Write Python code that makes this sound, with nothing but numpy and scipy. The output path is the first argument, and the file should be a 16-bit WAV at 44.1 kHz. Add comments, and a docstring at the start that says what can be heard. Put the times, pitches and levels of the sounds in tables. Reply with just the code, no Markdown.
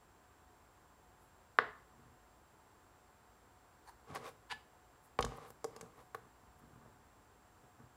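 """A faint fan and a thin electronic whine fill a small quiet room; then a tube hits a table with one hard knock.
A stand mirror is dragged closer, set down and tilted with small plastic clicks, all heard from the table.
Each contact rings the table top or the mirror's hollow base or frame, and the table thuds underneath.
Drags, arm shuffles and finger brushes are trains of tiny friction jerks. The bare walls answer."""
import sys
import numpy as np
from scipy import signal
from scipy.fft import rfft, irfft, next_fast_len
from scipy.io import wavfile

SR = 44100
rng = np.random.default_rng(int(sys.argv[2]) if len(sys.argv) > 2 else 0)


def file_out(sig):
    """Save sig as 16-bit WAV at sys.argv[1]."""
    # one column per channel
    cols = np.atleast_2d(sig).T
    # limit, then scale
    lim = np.clip(cols, -1, 1)
    pcm = np.round(lim * 32767).astype(np.int16)
    wavfile.write(sys.argv[1], SR, pcm)


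N = 351429
TOP_HZ = 15850
ROOM_TONE_DB, WHINE_HZ = -66, 7540

# colour of the room tone: frequency_hz, gain_db
ROOM_TONE_EQ = [(20, -22), (35, -12), (60, -0.5), (95, -4), (170, -10.5), (420, -9.5), (580, -12),
                (950, -9), (1500, -13.5), (2300, -23), (4000, -28), (8000, -29.5), (12000, -32.5),
                (15800, -36.5)]
# fan tones: pitch_hz, level_db
FAN_TONES = [(54, -80.5), (732, -78), (878, -83), (1026, -83)]
# electronic whine: harmonic_number, level_db
WHINE_PARTIALS = [(1, -83.5), (2, -89)]
# length of the room's tail: frequency_hz, t60_s
WALL_T60 = [(120, 0.4), (450, 0.3), (1300, 0.44), (3500, 0.35), (9000, 0.27)]
# colour of the room's tail: frequency_hz, gain_db
WALL_EQ = [(60, -3), (200, -1.5), (450, -5.5), (800, -8), (1300, -14.5), (2000, -10.5), (4000, -10.5),
           (10000, -7.5)]
# colour of gritty hiss and plastic crack: frequency_hz, gain_db
GRIT_EQ = [(500, -4), (1500, 19), (2500, 9), (4500, 4), (6000, 2), (10500, -4.5), (15500, -22.5)]

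# ring of the table top: pitch_hz, half_width_hz, gain_db
TABLE_MODES = [(435, 45, -5), (697, 48, -8), (1153, 150, 1), (1483, 58, -2.5), (1736, 90, -1.5),
               (2000, 81, -9), (2870, 940, -25), (3700, 520, -33), (4640, 820, -37.5), (8600, 3000, -52)]
# deep bending of the table: pitch_hz, half_width_hz, gain_db
THUD_MODES = [(120.3, 24, 5.5), (156, 38, -10.5), (241, 50, -1.5)]
# ring of the mirror's hollow base: pitch_hz, half_width_hz, gain_db
BASE_MODES = [(377, 34, -15.5), (452.6, 37, 0.5), (570, 92, -8), (797, 43, -2), (980, 110, -17.5),
              (1120, 99, 2), (1238, 22, -5), (1690, 170, -25), (1940, 200, -17), (3560, 400, -33)]
# ring of the mirror's frame: pitch_hz, half_width_hz, gain_db
FRAME_MODES = [(810, 79, 6), (970, 30, 2), (1495, 21, -9), (1730, 13.5, 18), (2220, 92, -2), (2910, 66, 2),
               (3500, 270, -3.5), (4020, 130, -8), (4870, 440, -2)]
# ring of a small hollow case: pitch_hz, half_width_hz, gain_db
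CASE_MODES = [(900, 140, 4), (1750, 270, -11), (4400, 280, -16), (6200, 1200, -24), (9200, 300, -18),
              (12700, 3700, -29)]

# fingers brushing plastic: centre_s, half_length_s, level_db
FINGER_BRUSHES = [(1.24, 0.04, -78.5), (4.275, 0.035, -69), (5.05, 0.025, -74), (5.37, 0.0072, -66.5),
                  (5.485, 0.025, -70), (6.01, 0.06, -78), (6.595, 0.012, -77)]
# a hand or forearm shifting on the table: centre_s, half_length_s, level_db
ARM_SHUFFLES = [(2.02, 0.1, -66.5), (4.115, 0.02, -50.5), (5.842, 0.023, -60), (6.25, 0.04, -66),
                (6.76, 0.22, -64.5), (7.645, 0.017, -68), (7.828, 0.035, -61.5)]
# pushes of the mirror across the table: centre_s, half_length_s, level_db
MIRROR_SLIDES = [ (4.115, 0.041, -56), (4.161, 0.014, -44.5), (4.21, 0.034, -58.5), (4.268, 0.028, -48.5),
                 (5.325, 0.07, -56.5), (5.445, 0.047, -57), (5.78, 0.13, -62.5), (5.995, 0.035, -62)]
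# the mirror's weight landing on one edge, then the other: start_s, level_db
MIRROR_LANDINGS = [(5.19, -34.5), (5.248, -36.5)]
# plastic parts snapping together: start_s, level_db, centre_hz
PLASTIC_CLICKS = [ (1.5872, -54.5, 8100), (4.149, -52, 11500), (4.29, -60, 9670), (5.1888, -33.5, 2230),
                  (5.2078, -45, 6900), (5.2253, -36, 3500), (5.2477, -41, 5600), (5.5033, -56.5, 9800),
                  (5.643, -43.5, 6530), (5.763, -53.5, 5900), (5.8102, -49, 6100), (6.1461, -54.5, 9100),
                  (6.148, -54, 2980)]
# knocks on the table and the mirror, the tube first: start_s, struck_body, peak_db, hardness_hz
KNOCK_CUES = [ (1.5877, "table", -7, 5000), (4.1692, "base", -35.5, 1090), (4.5245, "frame", -33.5, 2980),
              (5.1902, "base", -17, 1250), (5.2046, "base", -23.5, 1090), (5.243, "base", -28, 780),
              (5.2478, "table", -33, 1390), (5.2645, "base", -33, 1100), (5.321, "base", -35, 1050),
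              (5.3838, "base", -36, 1100), (5.5035, "base", -44.5, 885), (5.6432, "base", -29, 760),
              (5.6495, "base", -32, 420), (5.7636, "base", -42, 690), (5.8107, "base", -42, 1100),
              (5.828, "base", -44, 450), (6.1467, "table", -30.5, 1600), (6.149, "base", -33, 1120),
              (6.707, "table", -53, 850), (6.812, "table", -55, 800), (6.861, "table", -48.5, 690)]


def amp(db):
    """Decibels to linear gain."""
    return 10 ** (np.asarray(db) / 20)


def unit(x):
    """Scale to rms 1."""
    return x / np.sqrt(np.mean(x ** 2) + 1e-20)


def along(points, hz):
    """Read a curve of (frequency_hz, value) points on a log frequency axis."""
    f, v = np.transpose(points)
    return np.interp(np.log(hz + 1), np.log(f + 1), v)


def filtered(x, response):
    """EQ a signal with a complex response of frequency."""
    size = next_fast_len(len(x) + SR // 4)
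    return irfft(rfft(x, size) * response(np.fft.rfftfreq(size, 1 / SR)), size)[:len(x)]


def padded(x, corner_hz):
    """A padded contact passes little treble."""
    return filtered(x, lambda f: 1 / (1 + 1j * f / corner_hz) ** 2)


def add(track, start_s, sound):
    """Mix a sound into the track at its cue."""
    start = round(start_s * SR)
    track[start:start + len(sound)] += sound[:N - start]


def resonate(force, modes):
    """A force rings a body's modes."""
    size = 2 ** 14
    f = np.fft.rfftfreq(size, 1 / SR)
    gain = sum(amp(db) / (1 + ((f - hz) / half_width) ** 2) for hz, half_width, db in modes)
    gain = gain * f ** 2 / (f ** 2 + (modes[0][0] / 2) ** 2)  # little radiates below the lowest mode
    cepstrum = irfft(np.log(gain + 1e-6))[:size // 2]
    cepstrum[1:] *= 2  # minimum phase: the energy comes right at the blow
    ring = irfft(np.exp(rfft(cepstrum, size)))[:size // 2]
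    return signal.fftconvolve(force, ring)[:len(force)]


def slips(per_s=2500, scatter_db=4, noise_gain=0.18):
    """Friction force of rms 1: a train of tiny uneven jerks over smooth noise."""
    jerks = (rng.random(N) < per_s / SR) * rng.choice([-1, 1], N)
    strength = amp(scatter_db * rng.standard_normal(N))
    return unit(jerks * strength + noise_gain * rng.standard_normal(N))


def grit(friction):
    """The hiss of rubbing over a fine grain, rms 1."""
    return unit(filtered(friction, lambda f: amp(along(GRIT_EQ, f))))


def stroke(centre_s, half_length_s):
    """The bell-shaped swell of one short movement, fastest at its centre."""
    return np.exp(-((np.arange(N) / SR - centre_s) / half_length_s) ** 2)


def strokes(cues, ref_db=0, grows=1):
    """The envelope of several movements; each dB of level over ref_db adds `grows` dB."""
    return sum(amp(grows * (db - ref_db)) * stroke(s, half_length) for s, half_length, db in cues)


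def background(waver_db=2, drift_hz=9, jitter_hz=45):
    """The bed: steady room tone, slightly wavering fan tones and a thin electronic whine."""
    noise = lambda response: unit(filtered(rng.standard_normal(N), response))
    t = np.arange(N) / SR
    bed = amp(ROOM_TONE_DB) * noise(lambda f: amp(along(ROOM_TONE_EQ, f)))
    for hz, db in FAN_TONES:
        drift = noise(lambda f: np.exp(-(f / drift_hz) ** 2))
        bed += amp(db + waver_db * drift) * unit(np.sin(2 * np.pi * hz * t + drift))
    # the whine keeps its level while its pitch trembles
    tremble = noise(lambda f: np.exp(-(f / 60) ** 2))
    phase = 2 * np.pi * np.cumsum(WHINE_HZ + jitter_hz * tremble) / SR
    return bed + sum(amp(db) * unit(np.sin(harmonic * phase)) for harmonic, db in WHINE_PARTIALS)


def walls(send):
    """The bare walls return a diffuse tail that dies at its own speed at each frequency."""
    hz, t, spectrum = signal.stft(rng.standard_normal(SR // 2), SR, nperseg=256)
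    decay = amp(-60 * t / along(WALL_T60, hz)[:, None])
    tail = signal.istft(spectrum * decay, SR, nperseg=256)[1]
    tail = np.pad(tail / np.linalg.norm(tail), (SR // 200, 0))  # 5 ms pre-delay
    return signal.fftconvolve(send, filtered(tail, lambda f: amp(along(WALL_EQ, f))))[:N]


def finger_brushes(centre_hz=10500, octaves=0.7):
    """Skin on smooth plastic gives only a thin, high rustle."""
    rustle = filtered(slips(), lambda f: np.exp(-(np.log2((f + 1) / centre_hz) / octaves) ** 2))
    return strokes(FINGER_BRUSHES) * unit(rustle)


def arm_shuffles(top_db=-6):
    """A shifting arm gives sparse padded bumps that bend the table and faintly ring its top."""
    bumps = slips(per_s=120, scatter_db=3, noise_gain=0.028)
    top = unit(padded(resonate(bumps, TABLE_MODES), corner_hz=550))
    rumble = unit(resonate(bumps, THUD_MODES))
    return strokes(ARM_SHUFFLES) * (rumble + amp(top_db) * top)


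def case_nudge(level_db=-56.5):
    """A small hollow case rings as the reaching hand brushes it aside."""
    ring = unit(resonate(slips(), CASE_MODES))
    return amp(level_db) * stroke(centre_s=3.887, half_length_s=0.021) * ring


def mirror_slides(ref_db=-48, hiss_db=-52, judder_db=-64):
    """The dragged mirror's base drones, its feet hiss on the table's grain and the table judders."""
    friction = slips()
    drone = strokes(MIRROR_SLIDES) * unit(padded(resonate(friction, BASE_MODES), corner_hz=1620))
    # a faster push is brighter: the hiss outgrows the drone, the judder grows less
    hiss = strokes(MIRROR_SLIDES, ref_db, grows=1.35) * grit(friction)
    judder = strokes(MIRROR_SLIDES, ref_db, grows=0.53) * unit(resonate(friction, THUD_MODES))
    return drone + amp(hiss_db) * hiss + amp(judder_db) * judder


def frame_scrape(frame_db=-44, grit_db=-44, base_db=-56):
    """One short, gritty scrape rings the mirror's frame and, faintly, its base."""
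    friction = slips()
    frame = amp(frame_db) * unit(resonate(friction, FRAME_MODES))
    base = amp(base_db) * unit(resonate(friction, BASE_MODES))
    return stroke(centre_s=4.518, half_length_s=0.013) * (frame + base + amp(grit_db) * grit(friction))


def table_sway(pitch_hz=51, t60_s=0.21, attack_s=0.014):
    """The table rocks on its legs under the mirror's weight."""
    track, t = np.zeros(N), np.arange(SR // 2) / SR
    for start_s, db in MIRROR_LANDINGS:
        envelope = amp(db - 60 * t / t60_s) * (1 - np.exp(-t / attack_s))
        add(track, start_s, envelope * np.sin(2 * np.pi * pitch_hz * t))
    return track


def plastic_click(centre_hz, t60_s=0.02, attack_s=0.00078, band_ratio=1.69, crack_gain=0.31):
    """Hard plastic parts snap together: a dense, quickly dying ring with a broad crack."""
    t = np.arange(SR // 20) / SR
    burst = rng.standard_normal(len(t)) * amp(-60 * t / t60_s) * (1 - np.exp(-t / attack_s))
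    band_hz = [centre_hz / band_ratio, min(centre_hz * band_ratio, TOP_HZ)]
    ring = signal.sosfilt(signal.butter(2, band_hz, "bandpass", fs=SR, output="sos"), burst)
    click = ring + crack_gain * filtered(burst, lambda f: amp(along(GRIT_EQ, f)))
    return click / np.std(click[:SR // 300])  # rms 1 over the transient


def knock(modes, hardness_hz):
    """One contact rings a body, peak 1: the softer the contact, the duller the knock."""
    softening = signal.butter(3, hardness_hz, fs=SR, output="sos")
    force = signal.sosfilt(softening, signal.unit_impulse(SR // 3))
    ring = resonate(force, modes)
    return ring / np.abs(ring).max()


def impacts(mirror_send_db=-5.5, click_send_db=-4, ref_db=-28, thud_db=-53.5, thud_grows=0.34):
    """Knocks, clicks and the table's thud under each knock and landing: (close sound, room send)."""
    # the wide table top fills the room; the mirror is small and close by
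    bodies = {"table": (TABLE_MODES, 0),
              "base": (BASE_MODES, mirror_send_db),
              "frame": (FRAME_MODES, mirror_send_db)}
    thud = knock(THUD_MODES, hardness_hz=300)
    # each hit: start_s, sound, send_db
    hits = [(start_s, amp(db - 2) * thud, 0) for start_s, db in MIRROR_LANDINGS]
    hits += [(start_s, amp(db) * plastic_click(hz), click_send_db) for start_s, db, hz in PLASTIC_CLICKS]
    for start_s, body, db, hardness_hz in KNOCK_CUES:
        modes, send_db = bodies[body]
        hits.append((start_s, amp(db) * knock(modes, hardness_hz), send_db))
        hits.append((start_s, amp(thud_db + thud_grows * (db - ref_db)) * thud, 0))
    close, send = np.zeros(N), np.zeros(N)
    for start_s, sound, send_db in hits:
        add(close, start_s, sound)
        add(send, start_s, amp(send_db) * sound)
    return close, send


def scene(rubbing_send_db=-3):
    """The mono mix: hits, rubbing, table sway and the room's tail over the background bed."""
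    hits, hit_send = impacts()
    rubbing = mirror_slides() + frame_scrape() + arm_shuffles() + finger_brushes() + case_nudge()
    reverb = walls(hit_send + amp(rubbing_send_db) * rubbing)
    return (hits + rubbing + table_sway() + reverb + background())[None]


def record(dry):
    """A brick-wall high cut at TOP_HZ."""
    return np.array([filtered(channel, lambda f: f < TOP_HZ) for channel in dry])


dry = scene()
out = record(dry)
file_out(out)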